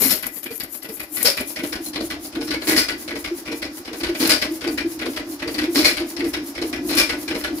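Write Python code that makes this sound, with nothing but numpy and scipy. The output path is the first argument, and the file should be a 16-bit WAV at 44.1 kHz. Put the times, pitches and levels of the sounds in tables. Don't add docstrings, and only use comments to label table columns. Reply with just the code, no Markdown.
import sys
import numpy as np
from scipy import signal
from scipy.fft import rfft, irfft
from scipy.io import wavfile
from scipy.ndimage import map_coordinates

SR = 44100
rng = np.random.default_rng(int(sys.argv[2]) if len(sys.argv) > 2 else 0)


def volts_from_db(level):
    exponent = np.asarray(level, float) / 20
    return 10 ** exponent


def put_to_file(sound):
    columns = np.atleast_2d(sound).T
    safe = np.clip(columns, -1, 1)
    whole_steps = np.round(safe * 32767)
    wavfile.write(sys.argv[1], SR, whole_steps.astype(np.int16))


N = 335160
HZ = np.fft.rfftfreq(N, 1 / SR) + 1

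# (t/s, shed share/dB, hiss left-right/dB, contact brightness/dB,
# loudness of the surroundings/dB, nearness/0-1)
STEP_BACK = [
    (0, -9.5, 17.5, -19, -4.5, 1),
    (1.1, -8, 12.5, -10.5, -1, 1),
    (2.0, -7.5, 2.5, -17.5, 3.5, 0.46),
    (7.6, -5.5, 0, -18.5, 6.5, 0.65),
]
# (f/Hz, likeness/0-1)
LIKENESS = [(60, 0.77), (240, 1), (950, 0.9), (3770, -4.5), (15000, -0.12)]
# (f/Hz, left-right level/dB)
LEFTNESS = [(300, 0), (1300, -1), (2400, 1), (4400, 10), (6500, 4), (9000, 3)]

# (f/Hz, level/dB per Hz)
FLOOR = [(240, -37), (400, -5), (1280, -5), (2170, -10.5), (3370, -15), (5220, -6.5), (8000, -23),
         (10400, -94), (17600, -120)]
# (f/Hz, level/dB per Hz)
HUM = [(110, -19), (190, -23.5), (235, -11.5), (307, 4.5), (350, 0.5), (399, -22), (628, -27), (700, -18),
       (910, -45), (1540, -120)]
# (t/s, level/dB)
PIPE_HUM = [(0.0, -44), (0.57, -50), (1.2, -47.5), (1.6, -39.5), (2.71, -34.5), (3.89, -39), (4.04, -36),
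            (7.37, -33.5), (7.6, -33.5)]
# (share of cycle/0-1, coasting level/dB, firing level/dB)
BREATH = [(0, -4, 5), (.12, 4, 1), (.28, 0.5, 0), (.36, -2, 1), (.58, -4.5, 9.5), (.65, 4.5, 8),
          (.82, 4.5, 3.5), (.9, 1, 1), (1, -3, -6.5)]

# (f/Hz, level/dB per Hz)
HISS_NEAR = [(2000, -17.5), (5000, -22.5), (7000, -7.5), (8500, -13.5), (10500, -1.5), (12500, 0.5),
             (15500, -10.5), (16500, -61)]
# (f/Hz, level/dB per Hz)
HISS_FAR = [(1500, -13), (2500, -4.5), (5000, 1), (7000, 4), (8300, -1.5), (10000, 9.5), (12500, -24),
            (15500, 8), (16500, -57)]
# (t/s, level/dB)
VALVE_HISS = [(0, -38), (0.9, -37), (1.4, -33), (1.9, -33.5), (2.3, -36.5), (3.5, -37.5), (5.3, -36),
              (7.6, -36.5)]
# (share of cycle/0-1, level/dB, length/s)
COASTING_STROKES = [(.385, 0, .068), (.893, -1, 0.054)]
# (share of cycle/0-1, level/dB, length/s)
FIRING_STROKES = [(.45, 4, 0.071), (.85, -2.5, 0.078)]
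# (t/s, level over hiss/dB, share of the lower tone/0-1)
EDGE_TONE = [(0, -3, 0.08), (0.9, -3.5, .15), (1.3, -4, 1), (2.0, -5.5, .95), (3.0, -14, .95),
             (7.6, -14, .95)]

# (t/s, peak level/dB, sizzle/dB, flow time/s)
SNORTS = [(0.0024, -24, -14.5, 0.06), (1.1648, -37.5, -30, 0.064), (2.6745, -17.5, -14.5, 0.039),
          (4.199, -18.5, -17.5, 0.039), (5.7498, -18.5, -17.5, 0.05), (6.8904, -23, -30, 0.026)]
# (t/s, peak level/dB, sizzle/dB, flow time/s)
BLASTS = [(0.094, -24.5, -31, 0.037), (0.1074, -24.5, -15.5, 0.015), (1.2494, -14, -15, 0.033),
          (2.765, -14.5, -16.5, 0.033), (4.294, -12.5, -15, 0.03), (5.846, -14.5, -19, 0.037),
          (6.971, -13.5, -14.5, 0.037)]
# (t/s, peak level/dB, f/Hz)
PUFFS = [(0.022, -19.5, 420), (0.056, -17.5, 261), (0.509, -25.5, 449), (0.899, -27, 445),
         (1.249, -19, 486), (1.286, -21.5, 548), (1.637, -20, 298), (1.805, -24, 320), (2.568, -21, 310),
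         (2.684, -12.5, 312), (2.752, -23, 325), (3.316, -17, 345), (4.092, -14, 350), (4.205, -16.5, 268),
         (4.23, -13, 313), (4.514, -17.5, 326), (4.667, -13.5, 332), (4.85, -14, 333), (5.428, -18.5, 303),
         (5.641, -17.5, 301), (5.683, -15, 343), (5.729, -17.5, 327), (5.765, -10.5, 281), (5.794, -9, 314),
         (5.836, -17, 316), (6.014, -16.5, 335), (6.222, -13.5, 336), (6.645, -20, 353), (6.91, -21, 329),
         (7.507, -16, 324.7)]
# (share of cycle/0-1, level over hum/dB, f/Hz)
UPPER_TONE = [(.72, 8, 450), (.79, 7.5, 450.5)]

# (share of cycle/0-1, level over hum/dB)
COASTING_ROCKS = [(.012, -8), (.17, -16), (.61, -8), (.775, -9.5), (.97, -16)]
# (share of cycle/0-1, level over hum/dB)
FIRING_ROCKS = [(.012, -7), (.18, -14), (.48, -13), (.69, -0.5), (.81, -4), (.97, -14)]
# (t/s, level/dB, rebound/dB, frame thud/dB)
CAM = [(0.224, -31.5, -42, -45), (0.597, -33.5, -45, -46), (0.994, -35, -48, -49),
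       (1.367, -26.5, -35.5, -38), (1.721, -29, -38.5, -38), (2.099, -27, -43, -42),
       (2.504, -26.5, -33.5, -35), (2.882, -25.5, -40.5, -41), (3.24, -29, -40.5, -40),
       (3.617, -30.5, -44, -41), (4.031, -27, -38.5, -32), (4.414, -22.5, -38.5, -40),
       (4.773, -27, -44, -38), (5.16, -29, -45.5, -40), (5.579, -26, -37.5, -37),
       (5.966, -26.5, -38.5, -38), (6.332, -27, -43, -40.5), (6.725, -30, -43, -40),
       (7.09, -26, -38.5, -36), (7.436, -27, -42, -40)]
# (latch t/s, latch/dB, pushrod/dB, rocker t/s, rocker/dB)
RETURNS = [(0.425, -42, -36, 0.504, -40.5), (0.818, -45.5, -39.5, 0.886, -42.5),
           (1.557, -34, -33.5, 1.631, -33.5), (1.93, -38, -29.5, 2.003, -37.5),
           (2.3215, -42.5, -32, 2.406, -37), (3.074, -34.5, -36, 3.152, -38.5),
           (3.4505, -40.5, -34, 3.513, -38.5), (3.847, -40.5, -36, 3.928, -37.5),
           (4.607, -34, -33, 4.669, -35), (4.988, -38, -30.5, 5.054, -36), (5.39, -40, -31, 5.473, -34.5),
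           (6.162, -36, -32.5, 6.241, -37.5), (6.548, -39, -37, 6.615, -34.5),
           (7.276, -33.5, -31.5, 7.3455, -36)]
# (t/s, level/dB)
GOVERNOR = [(0.964, -49.5), (2.471, -38), (3.999, -36.5), (5.128, -45), (5.54, -34), (7.404, -43.5)]
# (t/s, level/dB)
INTAKE_VALVE = [(1.162, -39), (2.6135, -32.5), (4.083, -35.5), (4.144, -32), (5.632, -31)]
# (t/s, level/dB)
IGNITER = [(1.2025, -40), (2.7195, -40), (4.249, -30), (5.784, -54), (6.93, -33)]
RING = {"cam": (0.07, -9, 0.1), "rebound": (3.6, 3.4, -1.5), "latch": (4.7, -5.5, 0.1),
        "pushrod": (-5.5, -4.5, -2.7), "rocker": (5.8, 2.7, 3), "slack": (9, 4.7, -1.5),
        "governor": (6.5, -1.5, -1.5), "intake": (0.1, -5, -1.5), "igniter": (1.5, -3.5, 0.1)}
# (t/s, peak level/dB)
TICKS = [(0.2274, -24), (0.267, -15), (0.4315, -24), (0.441, -24), (0.6, -22), (0.6164, -38), (0.635, -24),
         (0.8307, -24), (1.002, -27), (1.033, -23), (1.2284, -3), (1.3708, -32), (1.4092, -21),
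         (4.273, -6.5), (6.9514, -9)]
# (f/Hz, level/dB per Hz)
METAL = [(240, -39), (400, 10.5), (554, 5.5), (841, 2), (1360, -2), (2010, -2), (2710, 0), (4510, 7),
         (8320, -1.5), (9000, 3), (11700, 0), (19800, -120)]
# (f/Hz, width/Hz, level/dB)
IRON = [(616, 54, -11), (1480, 25, -11.5), (1700, 55, -13), (1982, 84, -6.5), (2178, 68, -8),
        (2380, 58, -7), (3177, 27, -21), (4156, 125, -10.5), (4650, 173, -7.5), (4950, 69, -8.5),
        (5262, 113, -2), (5570, 46, -6.5)]


def rms_one(x):
    return x / np.sqrt(np.mean(x ** 2) + 1e-20)


def in_time(rows):
    s, *columns = np.transpose(rows)
    return [np.interp(np.arange(N) / SR, s, column) for column in columns]


def at_hz(points):
    hz, value = np.transpose(points)
    return np.interp(np.log(HZ), np.log(hz), value)


def flutter(rate, depth_db):
    knots = rng.standard_normal(8000)
    return volts_from_db(depth_db * map_coordinates(knots, [np.arange(N) / SR * rate], order=1))


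def pair(length):
    mid, side = rfft(rng.standard_normal((2, length)), N)
    alike = np.clip(at_hz(LIKENESS), 0, 1)
    return np.sqrt(1 + alike) * mid + np.sqrt(1 - alike) * side * [[1], [-1]]


def air(spectrum):
    return rms_one(irfft(pair(N) * volts_from_db(at_hz(spectrum)), N))


def swell(s, rise_s, hold_s, t60):
    start = max(int(s * SR), 0)
    t = np.arange(min(int((hold_s + t60) * SR), N - start)) / SR
    decay = volts_from_db(-60 * np.maximum(t - hold_s, 0) / t60)
    return start, (1 - np.exp(-t / rise_s)) * decay


def cycles():
    strikes = np.array(CAM)[:, 0]
    cycle_s = 0.38
    edges = np.r_[strikes[0] - cycle_s, strikes, strikes[-1] + cycle_s]
    firing = np.searchsorted(edges, np.array(SNORTS)[:, 0]) - 1
    return edges, np.isin(np.arange(len(edges) - 1), firing)


def each_cycle(coasting, firing):
    rows = []
    edges, fires = cycles()
    for start, end, fired in zip(edges, edges[1:], fires):
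        for share, *rest in (firing if fired else coasting):
            rows.append((start + share * (end - start), *rest))
    return rows


def over_hum(rows):
    return [(s, db + np.interp(s, *np.transpose(PIPE_HUM)), *rest) for s, db, *rest in rows if s > 0.05]


def background(around_db):
    rumble = volts_from_db(-72 + around_db) * air([(20, -17), (45, -3), (110, -6), (200, -17)])
    return rumble + volts_from_db(-52.5 + around_db) * air(FLOOR)


def pipe_hum():
    share, coasting, firing = np.transpose(BREATH)
    breath_db = in_time(each_cycle(list(zip(share, coasting)), list(zip(share, firing))))[0]
    return volts_from_db(in_time(PIPE_HUM)[0] + breath_db + 0.5) * flutter(32, 3.6) * air(HUM)


def valve_flow():
    t, flow = np.arange(N) / SR, np.zeros(N)
    for s, db, length_s in each_cycle(COASTING_STROKES, FIRING_STROKES):
        near = slice(max(int((s - 0.15) * SR), 0), int((s + 0.15) * SR))
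        flow[near] += volts_from_db(db) * np.exp(-((t[near] - s) / (0.54 * length_s)) ** 2)
    return volts_from_db(-60) + flow * volts_from_db(in_time(VALVE_HISS)[0])


def edge_tone():
    level_db, lower = in_time(EDGE_TONE)
    lower = np.clip(lower, 0, 1)
    width = 1.12
    upper_air, lower_air = [air([(hz / width ** 2, -40), (hz / width, -11), (hz, 0),
                                 (hz * width, -11), (hz * width ** 2, -40)]) for hz in (12100, 10600)]
    return volts_from_db(level_db) * (np.sqrt(1 - lower) * upper_air + np.sqrt(lower) * lower_air)


def valve_hiss(sizzle, side_db, near):
    near = np.clip(near, 0, 1)
    jet = np.sqrt(near) * air(HISS_NEAR) + np.sqrt(1 - near) * air(HISS_FAR) + edge_tone()
    level = np.hypot(valve_flow(), sizzle) * volts_from_db(-1.5 + side_db * [[0.5], [-0.5]])
    return level * jet * flutter(300, 1.85)


def gas_rush():
    gas = np.zeros((4, N))
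    # rows, upper ring/dB, lower knock/dB, fade to -60 dB/s
    for rows, upper_db, lower_db, t60 in ((SNORTS, 0.1, -0.93, 0.29), (BLASTS, 2.2, -6, 0.19)):
        for s, db, sizzle_db, flow_s in rows:
            i, shape = swell(s - 0.005, 0.0066, max(flow_s, 0), t60)
            levels_db = np.array([[db], [db + upper_db], [db + lower_db], [sizzle_db]])
            gas[:, i:i + len(shape)] += volts_from_db(levels_db - 8.5) * shape
    return gas


def puffs():
    out, t = np.zeros(N + SR), np.arange(SR // 12) / SR
    shape = (t / 0.012) ** 2 * np.exp(2 - 2 * t / 0.012)
    for s, db, hz in PUFFS + over_hum(each_cycle(UPPER_TONE, [])):
        i = int((s - 0.007) * SR)
        out[i:i + len(t)] += volts_from_db(db - 4) * shape * np.sin(2 * np.pi * (hz * t + rng.random()))
    return out[:N]


def thuds():
    out, t = np.zeros(N + SR), np.arange(-SR // 20, SR // 20) / SR
    shape = np.exp(-(t / 0.012) ** 2)
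    cam_thuds = [(s + 0.036, db) for s, _, _, db in CAM]
    for s, db in cam_thuds + over_hum(each_cycle(COASTING_ROCKS, FIRING_ROCKS)):
        i = int(s * SR) - SR // 20
        hz, turn = 58 + 18 * rng.random(), rng.random()
        out[i:i + len(t)] += volts_from_db(db + 1) * shape * np.sin(2 * np.pi * (hz * t + turn))
    return out[:N]


def contacts():
    pushrod_s = [s for s, in each_cycle([(0.616,)], [])]
    return {"cam": [(s, db) for s, db, _, _ in CAM],
            "rebound": [(s + 0.031, db) for s, _, db, _ in CAM],
            "latch": [row[:2] for row in RETURNS],
            "pushrod": [(s, row[2]) for s, row in zip(pushrod_s, RETURNS)],
            "rocker": [row[3:] for row in RETURNS],
            "slack": each_cycle([(0.36, -49)], []),
            "governor": GOVERNOR, "intake": INTAKE_VALVE, "igniter": IGNITER}


def clacks():
    strength = np.zeros((4, N))
    for part, rows in contacts().items():
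        upper_db, lower_db, sizzle_db = RING[part]
        colour_db = np.array([[0], [upper_db - 8], [lower_db], [sizzle_db + 2.5]])
        for s, db in rows:
            i, shape = swell(s - 0.0005, 0.003, 0.010, 0.1)
            strength[:, i:i + len(shape)] += volts_from_db(db + 2 + colour_db) * shape
    frame_lag = int(0.0027 * SR)
    strength[[0, 2]] = np.roll(strength[[0, 2]], frame_lag, axis=1)
    strength[3] *= volts_from_db(in_time(STEP_BACK)[2])
    return strength


def ticks():
    sizzle = np.zeros(N)
    for s, db in TICKS:
        i, shape = swell(s - 0.001, 0.0004, 0.002, 0.026)
        sizzle[i:i + len(shape)] += volts_from_db(db - 12.5) * shape
    return sizzle


def blows():
    gas, clack = gas_rush(), clacks()
    sizzle = clack[3] + ticks()
    sizzle += volts_from_db(-3) * signal.lfilter([0.0012], [1, -0.9988], sizzle)
    return clack[:3] + gas[:3], sizzle + gas[3]


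def metal(strength):
    common, own = rfft(rng.standard_normal((2, N)) * flutter(600, 3.16))
    apart = 0.81 / (1 + (700 / HZ) ** 2)
    chatter = (common + apart * own * [[1], [-1]]) * volts_from_db(at_hz(METAL))
    over_low, over_high = [1 / (1 + (hz / HZ) ** 8) for hz in (1200, 3200)]
    bands = np.array([[over_low - over_high], [over_high], [1 - over_low]])
    parts = irfft(chatter * bands, N)
    struck = sum(gain * rms_one(part) for gain, part in zip(strength, parts)) + 1e-9
    body = volts_from_db(-4.5) * struck
    for hz, width_hz, db in IRON:
        r = np.exp(-np.pi * width_hz / SR)
        drive = volts_from_db(db) * flutter(14, 6.5) * struck
        ring = [1, -2 * r * np.cos(2 * np.pi * hz / SR), r * r]
        body += signal.lfilter([1 - r * r, 0, r * r - 1], ring, drive)
    return body


def boards(lower_knock, around_db):
    wood = air([(40, -13), (90, 1), (170, 5.5), (260, 16), (420, -30)])
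    return volts_from_db(-5.5 - 0.6 * around_db) * lower_knock * wood


def ports(x):
    half = volts_from_db(at_hz(LEFTNESS) / 2)
    late = np.exp(-2j * np.pi * HZ * 0.00013)
    return irfft(rfft(x) * np.array([half, late / half]), N)


def shed(x):
    tail = irfft(pair(SR // 2), N)[:, :SR // 2]
    t = np.arange(SR // 2) / SR
    fade = volts_from_db(-60 * t / 0.26) * (1 - np.exp(-t / 0.0022))
    tail = signal.lfilter([0.5], [1, -0.4], tail * fade)
    tail /= np.sqrt(np.sum(tail ** 2) / 2)
    return signal.fftconvolve(x, tail, axes=1)[:, :N] * volts_from_db([[1.5], [-1.5]])


def scene():
    wet_db, side_db, _, around_db, near = in_time(STEP_BACK)
    strength, sizzle = blows()
    iron = metal(strength)
    low = puffs() + thuds()
    engine = ports(iron) + low + pipe_hum() + valve_hiss(sizzle, side_db, near)
    echo = shed(volts_from_db(wet_db) * iron + volts_from_db(-10) * low)
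    return engine + echo + boards(strength[2], around_db) + background(around_db)


def roll_off(x):
    return signal.sosfilt(signal.butter(12, 16800, fs=SR, output="sos"), x)


def record(dry):
    bass_cut = signal.butter(2, 38, "high", fs=SR, output="sos")
    treble_cut = signal.cheby2(12, 45, 16200, fs=SR, output="sos")
    rounded = np.tanh(signal.sosfilt(bass_cut, dry) / 0.99)
    mix = 1.262 * signal.sosfilt(treble_cut, rounded)
    return roll_off(mix)


dry = scene()
out = record(dry)
put_to_file(out)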